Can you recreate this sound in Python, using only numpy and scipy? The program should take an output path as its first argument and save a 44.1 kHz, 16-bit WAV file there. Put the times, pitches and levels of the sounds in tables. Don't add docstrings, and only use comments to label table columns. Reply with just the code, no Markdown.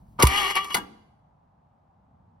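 import sys
import numpy as np
from scipy import signal
from scipy.fft import rfft, irfft
from scipy.io import wavfile
from scipy.ndimage import uniform_filter1d

SR = 44100
rng = np.random.default_rng(int(sys.argv[2]) if len(sys.argv) > 2 else 0)


def digitize_waveform(pressure):
    field = np.atleast_2d(pressure).T
    bounded = np.clip(field, -1, 1)
    quanta = np.round(bounded * 32767).astype(np.int16)
    wavfile.write(sys.argv[1], SR, quanta)


N = 105840
T = np.arange(N) / SR

# freq_hz, relative_db
RUMBLE_COLOUR = [(20, -25.5), (32, -15), (60, -3.5), (105, -2.5), (160, -2.5), (260, -11), (380, -23),
                 (520, -19), (800, -8.5), (1100, -17.5), (1500, -28.5), (2200, -38.5), (5000, -49.5),
                 (16000, -66.5)]
# time_s, level_db
RUMBLE_LEVEL = [(0, -53.5), (.17, -54.5), (1.0, -62.5), (1.75, -66), (2.0, -63), (2.2, -58), (2.4, -62.5)]
# freq_hz, side_to_mid_db
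RUMBLE_WIDTH = [(60, -23), (250, -8), (800, 0.5), (3000, -3)]
# freq_hz, relative_db
ROOM_TAIL_COLOUR = [(70, -1.5), (130, 6.5), (220, 10), (320, 13.5), (520, 6), (900, 2.5), (1900, -5),
                    (3000, -2.5), (6000, 2.5), (11000, 0), (16000, -12)]
# freq_hz, side_to_mid_db
STARTER_WIDTH = [(60, -25), (250, -16.5), (600, 0), (1200, -9), (2200, -11), (5000, -12), (12000, -19.5)]
# freq_hz, left_minus_right_db
MIC_PAN = [(100, -1), (350, 2), (800, 2.5), (1200, 1.5), (2100, 6.5), (3300, 4.5), (5500, 1.5),
           (9000, -0.5)]
# freq_hz, left_lead_rad
MIC_LEAD = [(60, 0), (650, 0.6), (1200, -0.48), (2300, -5.34), (3300, 2.36), (4000, -0.05), (5200, 0.37),
            (7200, -3.5), (11000, -5.5), (14600, -11.5)]
# freq_hz, relative_db
STAND_COLOUR = [(60, -30), (130, -11.5), (175, -1), (290, 2), (370, -6), (520, -17), (900, -22),
                (2000, -50)]
# time_s, level_db
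FRAME_LEVEL = [(0, -60), (.19, -58), (.26, -37.5), (.35, -47), (.48, -51), (.55, -61.5), (.63, -60),
               (.76, -70), (.8, -55.5), (.85, -55), (.93, -81)]
# freq_hz, relative_db
FRAME_COLOUR = [(20, -13.5), (40, -3), (56, 6.5), (85, -11), (150, -20.5), (300, -45.5)]
# freq_hz, relative_db
MOTOR_COLOUR = [(60, -21.5), (200, -10), (420, -7.5), (600, -6.5), (850, -2.5), (1150, 3), (1500, -10),
                (2400, -22.5), (6000, -44.5)]
# freq_hz, relative_db, t60_s
STEEL_MODES = [(215, -10, 0.61), (400, -16, .09), (802, -8.5, .07), (945, -10.5, 0.11), (1183, -8.5, .25),
               (1302, -6.5, 0.1), (1471.6, -27, .8), (1575, -7.5, .05), (1700, -8, .05), (2108, -6, .09),
               (2307, -2, .04), (2565, -6.5, 0.035), (2862, -12, .14), (3370, -1.5, 0.08), (3875, -11, .05),
               (4460, -6.5, 0.057)]
# start_s, crack_db, chatter_decay_s, knock_db
PINION_BLOWS = [(0.2235, -11, 0.0045, -18), (0.2291, -14, 0.0013, -16.5), (0.2358, -26.5, 0.0024, -23),
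                (0.2517, -26.5, 0.0033, -38), (.2692, -14, .0015, -26), (0.5537, -28, 0.0022, -24.5),
                (0.5641, -29.5, 0.0013, -28.5), (.6445, -37, 0.0022, -37), (0.7029, -44.5, .004, -33),
                (0.7435, -19, .005, -20.5), (0.7482, -26.5, 0.0035, -27), (.7665, -31, .007, -26.5),
                (0.7808, -40.5, 0.0017, -34.5)]
# freq_hz, relative_db
BLOW_CRACK_COLOUR = [(200, -20.5), (1000, 3), (2200, 2.5), (3000, 2), (3700, -3), (6000, -2), (8500, -1),
                     (11000, 1), (13000, -5.5), (16000, -17)]
# freq_hz, relative_db
BLOW_KNOCK_COLOUR = [(50, -33.5), (170, -6.5), (350, -7.5), (560, -10.5), (950, 6.5), (1250, 1.5),
                     (1600, -5), (2300, -7.5), (4000, -31), (9000, -51)]
# time_s, low_mode_db, high_mode_db
SINGING_LEVELS = [(.185, -69, -82), (.205, -27.5, -34.5), (.25, -39, -43.5), (.29, -35, -38.5),
                  (.35, -39, -33.5), (.402, -30, -21.5), (.418, -35, -41), (.44, -26.5, -30),
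                  (.485, -33, -31), (.54, -42, -37), (.585, -23.5, -34.5), (.64, -38.5, -40),
                  (.66, -42, -55.5), (.695, -36.5, -60.5), (.714, -41, -33), (.745, -43.5, -38.5),
                  (.84, -48, -56.5), (1.0, -109, -109)]
# pitch_hz, relative_db, high_envelope_share, wander_hz
SINGING_MODES = [(1169, -4, 0, 11.6), (2877, -5.5, 1, 9), (2895, -5, 1, 16), (3300, -6.5, 0.9, 9.8)]
# tooth_rate_multiple, relative_db
WHINE_PARTIALS = [(1, -9), (2, -12), (3, -10), (4, -10), (5, -6), (6, -6), (8, -14), (11, -15)]
# time_s, tooth_rate_hz
TOOTH_RATE = [(.18, 300), (.25, 375), (.325, 392), (.37, 411), (.405, 414), (.452, 368), (.49, 402),
              (.515, 408), (.56, 376), (0.601, 393), (0.751, 370)]
# time_s, load_db, scrape_db
CONTACT_LEVELS = [(.182, -70, -79.5), (.2, -32, -31), (.218, -35, -40), (.25, -44, -46),
                  (.285, -33.5, -37.5), (.33, -28, -37), (.38, -27.5, -33), (.46, -30.5, -38.5),
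                  (.495, -33.5, -38.5), (.512, -28, -34), (.538, -48, -51.5), (.57, -22.5, -33),
                  (.592, -35, -45.5), (.625, -47, -52.5), (.646, -41, -48), (.68, -55, -52),
                  (.705, -45, -52), (.74, -49, -41), (.79, -73, -74.5)]
# freq_hz, relative_db
TOOTH_GRIND_COLOUR = [(60, -24), (190, -21), (290, -7), (400, -4), (570, -14), (800, -2), (1080, 3),
                      (1420, -6), (1600, 0), (1800, -1), (2070, 1), (2280, 2), (2560, -3), (3300, -7),
                      (4200, -20), (8000, -45)]
# freq_hz, relative_db
TOOTH_SCRAPE_COLOUR = [(1500, -39.5), (3500, -8.5), (4500, 3.5), (5500, 2.5), (7000, 0), (9000, -2),
                       (11000, 2.5), (13000, -6), (16000, -26)]


def from_db(db):
    return 10 ** (np.asarray(db) / 20)


def unit_rms(x):
    return x / np.sqrt(np.mean(x ** 2) + 1e-20)


def per_sample(rows):
    time_s, *columns = np.transpose(rows)
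    return [np.interp(T, time_s, column) for column in columns]


def envelopes(rows):
    fade = np.exp(-np.maximum(T - rows[-1][0], 0) * 20)
    return [from_db(db) * fade for db in per_sample(rows)]


def per_bin(rows):
    hz, value = np.transpose(rows)
    bin_hz = np.maximum(np.arange(N + 1) * SR / (2 * N), 1)
    return np.interp(np.log(bin_hz), np.log(hz), value)


def colour(x, spectrum):
    cepstrum = irfft(np.log(unit_rms(from_db(per_bin(spectrum)))))
    cepstrum[1:N] *= 2
    cepstrum[N + 1:] = 0
    return irfft(rfft(x, 2 * N) * np.exp(rfft(cepstrum)))[..., :N]


def stereo_noise(width=STARTER_WIDTH):
    mid, side = rng.standard_normal((2, N))
    side_gain = from_db(per_bin(width))
    both = rfft(mid, 2 * N) + side_gain * rfft(side, 2 * N) * [[1], [-1]]
    return irfft(both / np.sqrt(1 + side_gain ** 2))[:, :N]


def drift(rate_hz=70):
    pole = np.exp(-2 * np.pi * rate_hz / SR)
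    smooth = signal.lfilter([1], [1, -2 * pole, pole * pole], rng.standard_normal(2 * N))
    return unit_rms(smooth[N:])


def levelled(x, window_samples=900):
    power = np.mean(np.atleast_2d(x) ** 2, axis=0)
    return x / np.sqrt(uniform_filter1d(power, window_samples) + 1e-9)


def decaying(noise, t60_s):
    return unit_rms(noise * from_db(-60 * np.minimum(T / t60_s, 4))) / np.sqrt(N)


def convolve(x, response):
    return signal.fftconvolve(np.atleast_2d(x), response, axes=1)[:, :N]


def dense_ring(x, spectrum, ring_s, taps=4096):
    response = decaying(stereo_noise(), ring_s)[:, :taps]
    for _ in range(4):
        bins = rfft(response, 2 * taps)
        response = irfft(bins / (np.abs(bins) + 1e-12))[:, :taps] * (T[:taps] < ring_s)
    return colour(convolve(x, response), spectrum)


def distant_rumble(crossover_hz=340, rush_db=-66):
    bands = []
    for kind in ("low", "high"):
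        noise = colour(stereo_noise(RUMBLE_WIDTH), RUMBLE_COLOUR)
        sos = signal.butter(2, crossover_hz, kind, fs=SR, output="sos")
        bands.append(unit_rms(signal.sosfilt(sos, noise)))
    rumble, rush = bands
    rumble_db, = per_sample(RUMBLE_LEVEL)
    return from_db(rumble_db) * rumble + from_db(rush_db) * rush


def workshop(x, early_db=-14.5, tail_db=-20.5, split_hz=4000):
    near, far = rng.standard_normal((2, 2, N))
    far = colour(far, ROOM_TAIL_COLOUR)
    low = signal.sosfilt(signal.butter(2, split_hz, fs=SR, output="sos"), far)
    early = decaying(near, t60_s=.16)
    tail = decaying(low, t60_s=.7) + from_db(-10.5) * decaying(far - low, t60_s=.75)
    return convolve(x, from_db(early_db) * early + from_db(tail_db) * tail)


def microphones(x):
    left = from_db(per_bin(MIC_PAN) / 2) * np.exp(.5j * per_bin(MIC_LEAD))
    return irfft(rfft(x, 2 * N) * np.array([left, 1 / left]))[:, :N]


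def stand_shudder(start_s=.745, rise_s=.018, level_db=-38, decay_db_per_s=114):
    age_s = np.maximum(T - start_s, 0)
    level = np.minimum(age_s / rise_s, 1) * from_db(level_db - decay_db_per_s * age_s)
    return level * levelled(colour(stereo_noise(), STAND_COLOUR), window_samples=1500)


def frame_shake():
    level, = envelopes(FRAME_LEVEL)
    return level * levelled(colour(stereo_noise(), FRAME_COLOUR), window_samples=2500)


def frame_thud(start_s=.2335, start_hz=680, end_hz=65, fall_s=.0033, hold_s=.015, decay_db_per_s=350.5):
    age_s = np.maximum(T - start_s, 0)
    pitch_hz = end_hz + (start_hz - end_hz) * np.exp(-age_s / fall_s)
    phase = 2 * np.pi * np.cumsum(pitch_hz * (age_s > 0)) / SR
    tone = np.sin(phase) + from_db(-14.5) * np.sin(1.75 * phase)
    return tone * from_db(-8.5 - decay_db_per_s * np.maximum(age_s - hold_s, 0))


def motor_kick(start_s=.1872, attack_s=.007, hold_until_s=.232, release_s=.011, level_db=-22.5):
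    attack = np.clip((T - start_s) / attack_s, 0, 1)
    release = np.exp(-np.maximum(T - hold_until_s, 0) / release_s)
    return from_db(level_db) * attack * release * levelled(colour(stereo_noise(), MOTOR_COLOUR))


def steel_ring(force):
    out = 0
    for hz, db, t60_s in STEEL_MODES:
        radius, angle = from_db(-60 / (t60_s * SR)), 2 * np.pi * hz / SR
        unit_energy_gain = np.sin(angle) * np.sqrt(2 * (1 - radius ** 2))
        feedback = [1, -2 * radius * np.cos(angle), radius ** 2]
        out += from_db(db) * signal.lfilter([0, unit_energy_gain], feedback, force + 1e-18)
    return out


def pinion_blows():
    chatter = levelled(rng.standard_normal(N) ** 3, window_samples=60)
    crack_force, knock_force = 0, 0
    for start_s, crack_db, decay_s, knock_db in PINION_BLOWS:
        contact = chatter * (T >= start_s) * np.exp(-np.maximum(T - start_s, 0) / decay_s)
        crack_force += from_db(crack_db) * contact
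        knock_force += from_db(knock_db) * contact
    crack = dense_ring(crack_force, BLOW_CRACK_COLOUR, ring_s=.022)
    knock = dense_ring(knock_force, BLOW_KNOCK_COLOUR, ring_s=.08)
    return from_db(4.5) * crack + from_db(5.5) * knock + from_db(-9.5) * steel_ring(knock_force)


def gear_singing(max_pull=.55, full_load_db=-30, flutter_db=2.2):
    low, high = envelopes(SINGING_LEVELS)
    load, _ = envelopes(CONTACT_LEVELS)
    tooth_hz, = per_sample(TOOTH_RATE)
    median_tooth_hz = np.median([hz for _, hz in TOOTH_RATE])
    pull = max_pull * np.minimum(load / from_db(full_load_db), 1)
    out = 0
    for mode_hz, db, high_share, wander_hz in SINGING_MODES:
        harmonic_hz = round(mode_hz / median_tooth_hz) * tooth_hz
        drag_hz = pull * (harmonic_hz - mode_hz) * (1 - .8 * high_share)
        pitch_hz = mode_hz + drag_hz + wander_hz * drift()
        level = low ** (1 - high_share) * high ** high_share * from_db(db + flutter_db * drift())
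        out += np.sqrt(2) * level * np.sin(2 * np.pi * np.cumsum(pitch_hz) / SR)
    return out * (T > SINGING_LEVELS[0][0])


def gear_whine(gain_db=-2, flutter_db=3):
    tooth_hz, = per_sample(TOOTH_RATE)
    load, _ = envelopes(CONTACT_LEVELS)
    phase = 2 * np.pi * np.cumsum(tooth_hz) / SR
    tones = 0
    for multiple, db in WHINE_PARTIALS:
        partial = np.sin(multiple * (phase + rng.uniform(0, 2 * np.pi)))
        tones += partial * from_db(db + flutter_db * drift())
    return from_db(gain_db) * load * tones * (T > CONTACT_LEVELS[0][0])


def tooth_knocks(jitter_teeth=.022, spread_db=2.5):
    tooth_hz, = per_sample(TOOTH_RATE)
    teeth_passed = np.cumsum(tooth_hz) / SR
    teeth = np.arange(1, int(teeth_passed[-1]))
    lateness, strength = rng.standard_normal((2, len(teeth)))
    hit_samples = np.searchsorted(teeth_passed, teeth + jitter_teeth * lateness)
    knocks = np.zeros(N)
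    knocks[np.minimum(hit_samples, N - 1)] = from_db(spread_db * strength)
    return unit_rms(knocks)


def gear_grind(grits_per_s=2200):
    grit = unit_rms((rng.random(N) < grits_per_s / SR) * rng.standard_normal(N))
    knocks = tooth_knocks()
    force = knocks + from_db(-4.5) * grit
    friction = knocks + from_db(1.5) * grit
    load, scrape_level = envelopes(CONTACT_LEVELS)
    grind = from_db(2.5) * load * levelled(dense_ring(force, TOOTH_GRIND_COLOUR, ring_s=.016))
    scrape = from_db(-1) * scrape_level * levelled(dense_ring(friction, TOOTH_SCRAPE_COLOUR, ring_s=.007))
    ring = from_db(-8.5) * load * levelled(steel_ring(force))
    return (grind + scrape + ring) * (T > CONTACT_LEVELS[0][0])


def scene():
    background = distant_rumble()
    structure = frame_thud() + frame_shake() + stand_shudder()
    starter = motor_kick() + pinion_blows() + gear_grind() + gear_whine() + gear_singing()
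    return background + workshop(starter) + microphones(structure + starter)


def record(dry):
    stopband_db, stopband_hz = 70, 17300
    lowpass = signal.cheby2(12, stopband_db, stopband_hz, fs=SR, output="sos")
    return signal.sosfilt(lowpass, np.tanh(dry))


dry = scene()
out = record(dry)
digitize_waveform(out)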